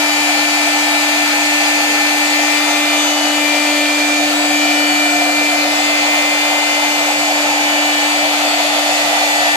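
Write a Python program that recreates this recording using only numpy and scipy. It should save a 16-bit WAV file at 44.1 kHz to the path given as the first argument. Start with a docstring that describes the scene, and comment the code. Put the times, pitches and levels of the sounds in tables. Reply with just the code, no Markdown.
"""Hot-air coffee roaster

A blower drives hot air through coffee beans in a glass chamber and out along a hose.
Hum, whines and weaker tones are sinusoids locked to one shaft angle; the air is five bands of shaped noise.
Beans are random strikes on decaying glass modes, above a faint low-passed rumble.
The microphone moves from chamber to outlet, so whines swell, fade and swing between the ears."""
import sys
import numpy as np
from scipy import signal
from scipy.io import wavfile
from scipy.ndimage import uniform_filter1d

SR = 44100
rng = np.random.default_rng(int(sys.argv[2]) if len(sys.argv) > 2 else 0)


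def generate_wav(signal):
    """Clip the signal to [-1, 1] and save it as 16-bit WAV at the path in sys.argv[1]."""
    frames = np.transpose(np.atleast_2d(signal))
    scaled = np.clip(frames, -1, 1) * 32767
    pcm = np.round(scaled).astype(np.int16)
    wavfile.write(sys.argv[1], SR, pcm)


N = 421574
TIME = np.arange(N) / SR  # s, every sample
SLOW = np.linspace(0, N / SR, 1500)  # s, coarse axis for slow motion
LEFT_LAG_S = 0.00013  # hum and air reach the left ear later


def amp(db):
    """Decibels to gain."""
    return 10 ** (np.asarray(db) / 20)


def unit(x):
    """Scales to rms 1."""
    return x / np.sqrt(np.mean(abs(x) ** 2) + 1e-20)


def follow(rows, t):
    """Columns of a curve table, interpolated at times t."""
    s, *columns = np.transpose(rows)
    return np.array([np.interp(t, s, c) for c in columns])


def at_hz(points, hz):
    """Reads a spectrum on a log-frequency axis."""
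    f, value = np.transpose(points)
    return np.interp(np.log(hz + 1), np.log(f + 1), value)


def wander(low_hz, high_hz, count=40):
    """Slow random motion of rms 1: a sum of sines at random phases."""
    rates_hz = np.geomspace(low_hz, high_hz, count)[:, None]
    turns = rates_hz * SLOW + rng.random((count, 1))
    motion = np.sin(2 * np.pi * turns).sum(0)
    return np.interp(TIME, SLOW, unit(motion))


def panned(balance_db):
    """Gains of the two ears for a left-minus-right level."""
    return amp(np.array([[0.5], [-0.5]]) * balance_db)


def direct(balance_db, likeness):
    """Strength and phase of a tone at the two ears; likeness is the cosine of their phase difference."""
    apart = np.arccos(np.clip(likeness, -1, 1))
    return panned(balance_db) * np.exp(1j * np.array([[0.5], [-0.5]]) * apart)


def tone(angle, order, ears):
    """A multiple of the shaft rate, with a slowly changing strength and phase at each ear."""
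    carrier = np.exp(1j * (order * angle + 2 * np.pi * rng.random()))
    return np.sqrt(2) * np.array([(np.interp(TIME, SLOW, ear) * carrier).real for ear in ears])


# microphone path: (time [s], distance travelled [m])
MIC_PATH = [(0, 0), (2.2, .09), (3.2, .3), (6.3, .75), (8.2, .85), (9.56, 1.02)]


def standing_waves(hz, ear_gap_m=0.12, count=10):
    """Reflections from random directions interfere at two ears moving along the path."""
    along, across, start = rng.uniform(-1, 1, (3, count, 1))
    ear_offset_m = np.array([0, ear_gap_m])[:, None, None]
    metres = along * follow(MIC_PATH, SLOW)[0] + across * ear_offset_m
    wavelength_m = 343 / hz
    ears = np.exp(2j * np.pi * (metres / wavelength_m + start)).sum(1)
    return np.array([unit(ear) for ear in ears])


# mean shaft speed: (time [s], rate [turns/s])
SHAFT_SPEED = [(0, 295.4), (1.7, 295.6), (2.0, 295.55), (2.8, 295.8), (4.2, 295.45), (5.2, 295.37),
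               (8.4, 295.4), (9.1, 295.25), (9.56, 295.4)]


def shaft_angle(wobble_hz=0.21):
    """Integrates a nearly steady motor speed that hunts slightly several times a second."""
    turns_per_s = follow(SHAFT_SPEED, TIME)[0] + wobble_hz * wander(2.5, 9)
    return 2 * np.pi * np.cumsum(turns_per_s) / SR


# hum at the shaft rate, before flutter: (time [s], level [dB])
HUM_LEVEL = [(0.0, -22), (0.02, -24), (2.13, -23.5), (4.76, -20), (6.6, -26.5), (7.85, -24), (9.51, -29),
             (9.56, -30)]
# its octave, before flutter: (time [s], level [dB])
OCTAVE_LEVEL = [(0, -36.5), (1.2, -37.5), (3.7, -29), (5.5, -35), (9.56, -35)]


def hum(angle, balance_db=2.8, flutter_db=0.46, octave_balance_db=-1.5, octave_flutter_db=2):
    """Rotor unbalance: one tone per turn and its wavering octave, later at the left ear."""
    phase = angle - 2 * np.pi * SHAFT_SPEED[0][1] * np.array([[LEFT_LAG_S], [0]])
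    first_db = follow(HUM_LEVEL, TIME)[0] + flutter_db * wander(2, 25)
    octave_db = follow(OCTAVE_LEVEL, TIME)[0] + octave_flutter_db * wander(1.5, 9)
    first = amp(first_db) * panned(balance_db) * np.cos(phase)
    octave = amp(octave_db) * panned(octave_balance_db) * np.cos(2 * phase)
    return np.sqrt(2) * (first + octave)


# loudest whines, at 6, 7 and 8 times the shaft rate, before trim and flutter:
# (time [s], level [dB], left minus right [dB], left-right likeness [clipped to -1..1])
WHINE_ORDER_6 = [(0.0, -28.5, 8, 0.6), (2.05, -26.5, 7, 1.0), (3.05, -29, 1, -0.0), (3.9, -28.5, 7, 0.53),
                 (5.15, -26, -4, -0.3), (5.9, -31.5, 6.5, -0.045), (8.0, -28, -13, -0.88),
                 (8.35, -34, -7, -0.33), (9.55, -19.5, 4.5, -1.2)]
WHINE_ORDER_7 = [(0, -29.5, -11.5, -0.73), (2.3, -23.5, -3, -.7), (2.7, -24.5, 2, .9),
                 (3.15, -28, -7, -0.64), (3.6, -25, 1, 0.32), (4.3, -34, -9, 0), (5.1, -27, -1, -0.68),
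                 (5.5, -25.5, 6, -.1), (6.2, -23.5, 2, 0.73), (6.7, -25, 13.5, -0.36),
                 (7.5, -24.5, -4, -1.13), (9, -28.5, -4, -.4), (9.56, -22, -1, -1.3)]
WHINE_ORDER_8 = [(0, -21, 9, -1.14), (1.7, -19.5, 3.5, -1), (2.6, -23, 11.5, -0.92), (2.93, -21.5, -7, 1),
                 (3.2, -33, 6, -.6), (3.45, -21.5, 11, 1), (4.12, -20.5, -10, 1), (4.35, -23, 2, -1.1),
                 (4.6, -19.5, 3, .4), (5.48, -18.5, -1, .1), (5.72, -24, -3, -0.86), (6.1, -17, -2, -0.82),
                 (6.7, -23, -2, -.55), (8.2, -21.5, 5.5, -0.82), (8.7, -29, -2, -.8),
                 (9.25, -23, -9.5, -1.1), (9.56, -27, 10, -.4)]


def whines(angle, flutter=0.11, trim_db=-0.7):
    """The loudest overtones swell, fade and swing between the ears as the microphone moves."""
    out = 0
    for order, rows in [(6, WHINE_ORDER_6), (7, WHINE_ORDER_7), (8, WHINE_ORDER_8)]:
        db, balance_db, likeness = follow(rows, SLOW)
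        ears = amp(db + trim_db) * direct(balance_db, likeness)
        out = out + tone(angle, order, ears) * (1 + flutter * wander(2, 25))
    return out


# lesser whines of bearing and rotor: (multiple of the shaft rate)
LESSER_ORDERS = (6.61, 9, 10, 11, 12, 13, 15, 21)
# the same whines, before trim: (level at the chamber [dB], change along the path [dB/m],
# left minus right [dB], left-right likeness [-1..1])
LESSER_WHINES = [(-32, -0.5, 4, -0.57), (-32.5, 3, -2, -0.34), (-32.5, 0, 6, 0.71), (-31, -1, -1, -0.35),
                 (-37, 8.5, 6, 0.44), (-34.5, -3.5, 0, .4), (-32.5, -1.5, -0.5, -0.72), (-36.5, -2, 19, .7)]
# antinodes and nodes crossed: (time [s], 1/e half duration [s], multiple of the shaft rate, gain [dB])
NODE_CROSSINGS = [(1, 0.22, 13, 6), (2.3, 0.4, 21, 7.5), (2.65, 0.23, 12, 7.5), (3, .4, 6.61, -6),
                  (3.05, 0.13, 12, 12), (3.1, 0.32, 10, 8.5), (3.1, .15, 21, 9), (4.2, .25, 6.61, 4),
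                  (4.7, 0.39, 10, 6.5), (4.9, 0.34, 6.61, 8), (5.35, 0.29, 12, -6), (5.4, .25, 11, -8),
                  (5.798, 0.38, 9, 3.5), (5.9, .25, 11, 2), (6.35, 0.16, 12, 2.5), (6.7, 0.41, 10, 8.5),
                  (7.85, 0.24, 10, 5.5), (9.1, 0.85, 6.61, 5)]
REFLECTED_SHARE = 0.17  # of the power


def overtones(angle, flutter=0.13, trim_db=-0.3):
    """A direct part beats against standing waves; antinodes raise and nodes lower each whine."""
    metres = follow(MIC_PATH, SLOW)[0]
    out = 0
    for order, (db, db_per_m, balance_db, likeness) in zip(LESSER_ORDERS, LESSER_WHINES):
        straight = direct(balance_db, likeness)
        reflected = panned(balance_db) * standing_waves(order * SHAFT_SPEED[0][1])
        ears = unit(np.sqrt(1 - REFLECTED_SHARE) * straight + np.sqrt(REFLECTED_SHARE) * reflected)
        swell_db = sum(gain_db * np.exp(-((SLOW - s) / span) ** 2)
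                       for s, span, k, gain_db in NODE_CROSSINGS if round(k) == round(order))
        level = amp(db + trim_db + db_per_m * metres + swell_db)
        out = out + tone(angle, order, level * ears) * (1 + flutter * wander(2, 25))
    return out


def weak_tones(angle, rows, trim_db, balance_db, steady=0.38):
    """Tones fade in and out through standing waves; the high ones favour the left ear."""
    out = 0
    for order, db in rows:
        hz = order * SHAFT_SPEED[0][1]
        straight = direct(0, rng.uniform(-0.98, 1))
        ears = unit(np.sqrt(steady) * straight + np.sqrt(1 - steady) * standing_waves(hz))
        gains = amp(db + trim_db) * panned(balance_db * min(hz / 5000, 1))
        out = out + tone(angle, order, gains * ears)
    return out


# weak rotor tones, before trim: (multiple of the shaft rate, level [dB])
ROTOR_ORDERS = [(3, -38), (4, -40.5), (5, -51), (14, -40.5), (16, -42.5), (17, -40), (18, -41), (24, -46),
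                (25, -45.5), (27, -48), (28, -50), (36, -56), (41, -51), (42, -51), (45, -56), (46, -49),
                (47, -53), (48, -54)]


def rotor_tones(angle):
    """Weak whole-number multiples of the shaft rate."""
    return weak_tones(angle, ROTOR_ORDERS, trim_db=2.5, balance_db=2.0)


# weak tones between the shaft harmonics, before trim; the first is a steady resonance near 818 Hz,
# the others bearing tones: (multiple of the shaft rate, level [dB])
BETWEEN_ORDERS = [(2.77, -32.5), (3.61, -38), (6.305, -35.5), (7.39, -41), (7.61, -44), (8.305, -40),
                  (8.39, -52), (8.61, -41), (9.22, -40), (9.305, -42.5), (9.61, -39.5), (9.915, -43),
                  (10.22, -48), (10.305, -44), (11.39, -44), (11.61, -50), (11.695, -46), (15.61, -43),
                  (23.13, -38), (26.435, -39.5)]


def between_tones(angle):
    """Weak tones between the shaft harmonics: bearing tones, and a steady resonance near 818 Hz."""
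    return weak_tones(angle, BETWEEN_ORDERS, trim_db=0.5, balance_db=6.5)


# flutter at half the shaft rate: (time [s], level [dB])
HALF_RATE_LEVEL = [(0, -57), (1.4, -57.5), (3.1, -69), (4.3, -54), (5.3, -52.5), (6.6, -59), (7.2, -52.5),
                   (8.4, -58), (9.5, -46.5)]


def shaft_rattle(angle, upper_db=-50):
    """Bearing play comes and goes, adding tones at 0.5 and 1.5 times the shaft rate."""
    half = amp(follow(HALF_RATE_LEVEL, TIME)[0]) * wander(0.98, 10) * np.cos(angle / 2)
    upper = amp(upper_db) * wander(0.5, 6) * np.cos(1.5 * angle)
    return np.sqrt(2) * (half + upper)


# right ear turned away from the chamber: (time [s], share [0..1])
RIGHT_EAR_TURN = [(2.3, 0.28), (3.6, 0.7), (5.3, 1), (8.1, .55), (9, 0)]
# per air noise, before trim: (left at the chamber [dB], right at the chamber [dB],
# change along the path [dB/m], loss at the fully turned right ear [dB])
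AIR_NOISE_LEVELS = {"drone": (-28.5, -29.5, 0, -0.5), "roar": (-22, -22.5, -0.46, -1),
                    "rush": (-20.5, -21, -2, .6), "hiss": (-21, -23.5, -0.8, 3.4),
                    "fizz": (-29.4, -29, -2, 6.5)}


def air_gain(name, t):
    """An air noise at both ears: it changes with distance, and the turned right ear is shaded."""
    left_db, right_db, db_per_m, shade_db = AIR_NOISE_LEVELS[name]
    right_shaded_db = right_db - shade_db * follow(RIGHT_EAR_TURN, t)[0]
    ears_db = np.array([np.full(len(t), left_db), right_shaded_db])
    return amp(ears_db + db_per_m * follow(MIC_PATH, t)[0])


# relative spectra: (frequency [Hz], level [dB])
# blower housing
DRONE_BAND = [(20, -62), (85, -39), (130, -27), (200, -16.5), (250, -11), (370, -17), (450, -11.5),
              (540, 2.5), (620, -1.5), (700, -0.5), (850, -34), (1500, -74)]
# hose
ROAR_BAND = [(300, -63.5), (550, -18), (630, -2), (690, 0), (760, 2), (860, 0.5), (950, -3.5), (1030, -12),
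             (1130, -17), (1500, -29), (2500, -75)]
# impeller
RUSH_BAND = [(600, -54), (1000, -12.5), (1180, -2.5), (1330, 1.5), (1480, 0), (1700, -4), (2100, -3),
             (2430, 1.5), (2650, 0), (2850, -4), (3300, -3.5), (3700, -4.5), (4500, -30), (7000, -67.9)]
# air jets under the beans
HISS_BAND = [(2000, -59.4), (3400, -21.5), (3800, -5), (4300, 1.5), (4700, -0.4), (5200, -4.5), (5750, -6),
             (6400, -3.5), (6850, -2), (7400, -6), (7800, -5.5), (8400, -10.5), (9500, -36), (12000, -64.4)]
# air through the bean bed
FIZZ_BAND = [(5500, -53), (7900, -15), (8600, 1), (9400, 1), (10800, -1), (11200, -3.5), (11550, 1.5),
             (12050, -6.5), (12800, -5.5), (13600, -5), (14500, -6.5), (16000, -18.5)]
# air noise at the two ears: (frequency [Hz], likeness [-1..1])
EAR_LIKENESS = [(100, 0.67), (220, 0.62), (450, 0.84), (600, 0.67), (800, 0.93), (1000, 0.81), (1400, 0.24),
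                (1900, -0.13), (3500, -0.015), (10000, -0.056)]
# resonances and nulls passed through: (centre time [s], 1/e half duration [s],
# frequency [Hz], 1/e half width [Hz], gain [dB])
RESONANCE_ZONES = [(1, 1.8, 760, 44, -5.5), (1, 2.8, 568, 61.4, -7), (2.5, 1.7, 2570, 75, 2.5),
                   (3.7, 0.38, 780, 160, -2.5), (4.7, 1.4, 864, 68, -14.5), (4.95, 0.81, 724, 28, 7.5),
                   (4.9, 0.32, 1430, 55, 6), (7, 1.2, 870, 48, 5), (9.15, 1.14, 693, 87, 5),
                   (9.5, 1, 3370, 690, 4.5)]


def air(patchy_db=1.25, gust_db=0.23, trim_db=-0.26, size=2048):
    """Turbulence coloured by housing, hose and bean bed; it churns in patches and gusts slightly."""
    hop = size // 4
    t = np.arange(N // hop + 3) * hop / SR
    hz = np.fft.rfftfreq(size, 1 / SR)
    bands = {"drone": DRONE_BAND, "roar": ROAR_BAND, "rush": RUSH_BAND, "hiss": HISS_BAND, "fizz": FIZZ_BAND}
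    power = 0
    for name, spectrum in bands.items():
        colour = unit(amp(at_hz(spectrum, hz)))
        power = power + (air_gain(name, t)[:, :, None] * colour) ** 2
    zones_db = sum(db * np.exp(-((t[:, None] - s) / span) ** 2 - ((hz - f) / width) ** 2)
                   for s, span, f, width, db in RESONANCE_ZONES)
    grain = rng.standard_normal((len(t), len(hz)))
    grain = uniform_filter1d(grain, size=5, axis=0)
    patches = unit(uniform_filter1d(grain, size=24, axis=1))
    # common and opposed parts set the stereo width
    noise = rng.standard_normal((2, len(t) * hop))
    white = signal.stft(noise, nperseg=size, noverlap=size - hop)[2]
    common, opposed = white.transpose(0, 2, 1)[:, :len(t)]
    alike = np.clip(at_hz(EAR_LIKENESS, hz), -1, 1)
    common = common * np.sqrt((1 + alike) / 2)
    opposed = opposed * np.sqrt((1 - alike) / 2)
    field = np.array([common + opposed, common - opposed])
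    field = field * np.sqrt(power) * amp(zones_db + patchy_db * patches)
    field[0] *= np.exp(-2j * np.pi * hz * LEFT_LAG_S)
    sound = signal.istft(field.transpose(0, 2, 1), nperseg=size, noverlap=size - hop)[1][:, :N]
    return sound * amp(trim_db + gust_db * wander(2.2, 40))


# glass modes: (frequency [Hz], relative level [dB], t60 [s])
GLASS_MODES = [(3080, -13, .012), (4660, 2, 0.028), (7170, 6.5, 0.0079), (9500, -4, .008),
               (11600, -10, .006)]


def beans(ticks_per_s=110, ticks_rms_db=-35.5, spread_db=2.5):
    """Tumbling beans strike the glass at random and ring its modes, following the level of the fizz."""
    t = np.arange(SR // 20) / SR
    sizes = amp(spread_db * np.minimum(rng.exponential(1, N), 3))
    struck = rng.random(N) < ticks_per_s / SR
    hits = struck * sizes * rng.uniform(-0.97, 1, (2, N))
    ring = sum(amp(db) * np.exp(-np.log(1000) * t / t60) * np.sin(2 * np.pi * hz * t)
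               for hz, db, t60 in GLASS_MODES)
    ticks = signal.oaconvolve(hits, ring[None], axes=1)[:, :N]
    return amp(ticks_rms_db) * unit(ticks * air_gain("fizz", TIME))


# rumble beneath the motor: (time [s], level [dB])
RUMBLE_LEVEL = [(0, -70), (.6, -77), (3, -75), (5.3, -69), (6.5, -80), (8.4, -77), (9.56, -68)]


def room_rumble(corner_hz=85):
    """Low-passed noise, faint, that swells now and then."""
    lowpass = signal.butter(4, corner_hz, fs=SR, output="sos")
    low = signal.sosfilt(lowpass, rng.standard_normal(N))
    return amp(follow(RUMBLE_LEVEL, TIME)[0]) * unit(low)


def scene():
    """All tones follow one shaft angle; air, beans and room lie around them."""
    angle = shaft_angle()
    harmonics = hum(angle) + whines(angle) + overtones(angle) + rotor_tones(angle)
    between = between_tones(angle) + shaft_rattle(angle)
    return harmonics + between + air() + beans() + room_rumble()


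def record(dry, ceiling=0.93, edge_hz=14540):
    """Clips peaks above the ceiling, then band-limits with a steep low-pass."""
    held = np.clip(dry, -ceiling, ceiling)
    lowpass = signal.firwin(1023, edge_hz, window=("kaiser", 9), fs=SR)
    return signal.oaconvolve(held, lowpass[None], "same")


dry = scene()
out = record(dry)
generate_wav(out)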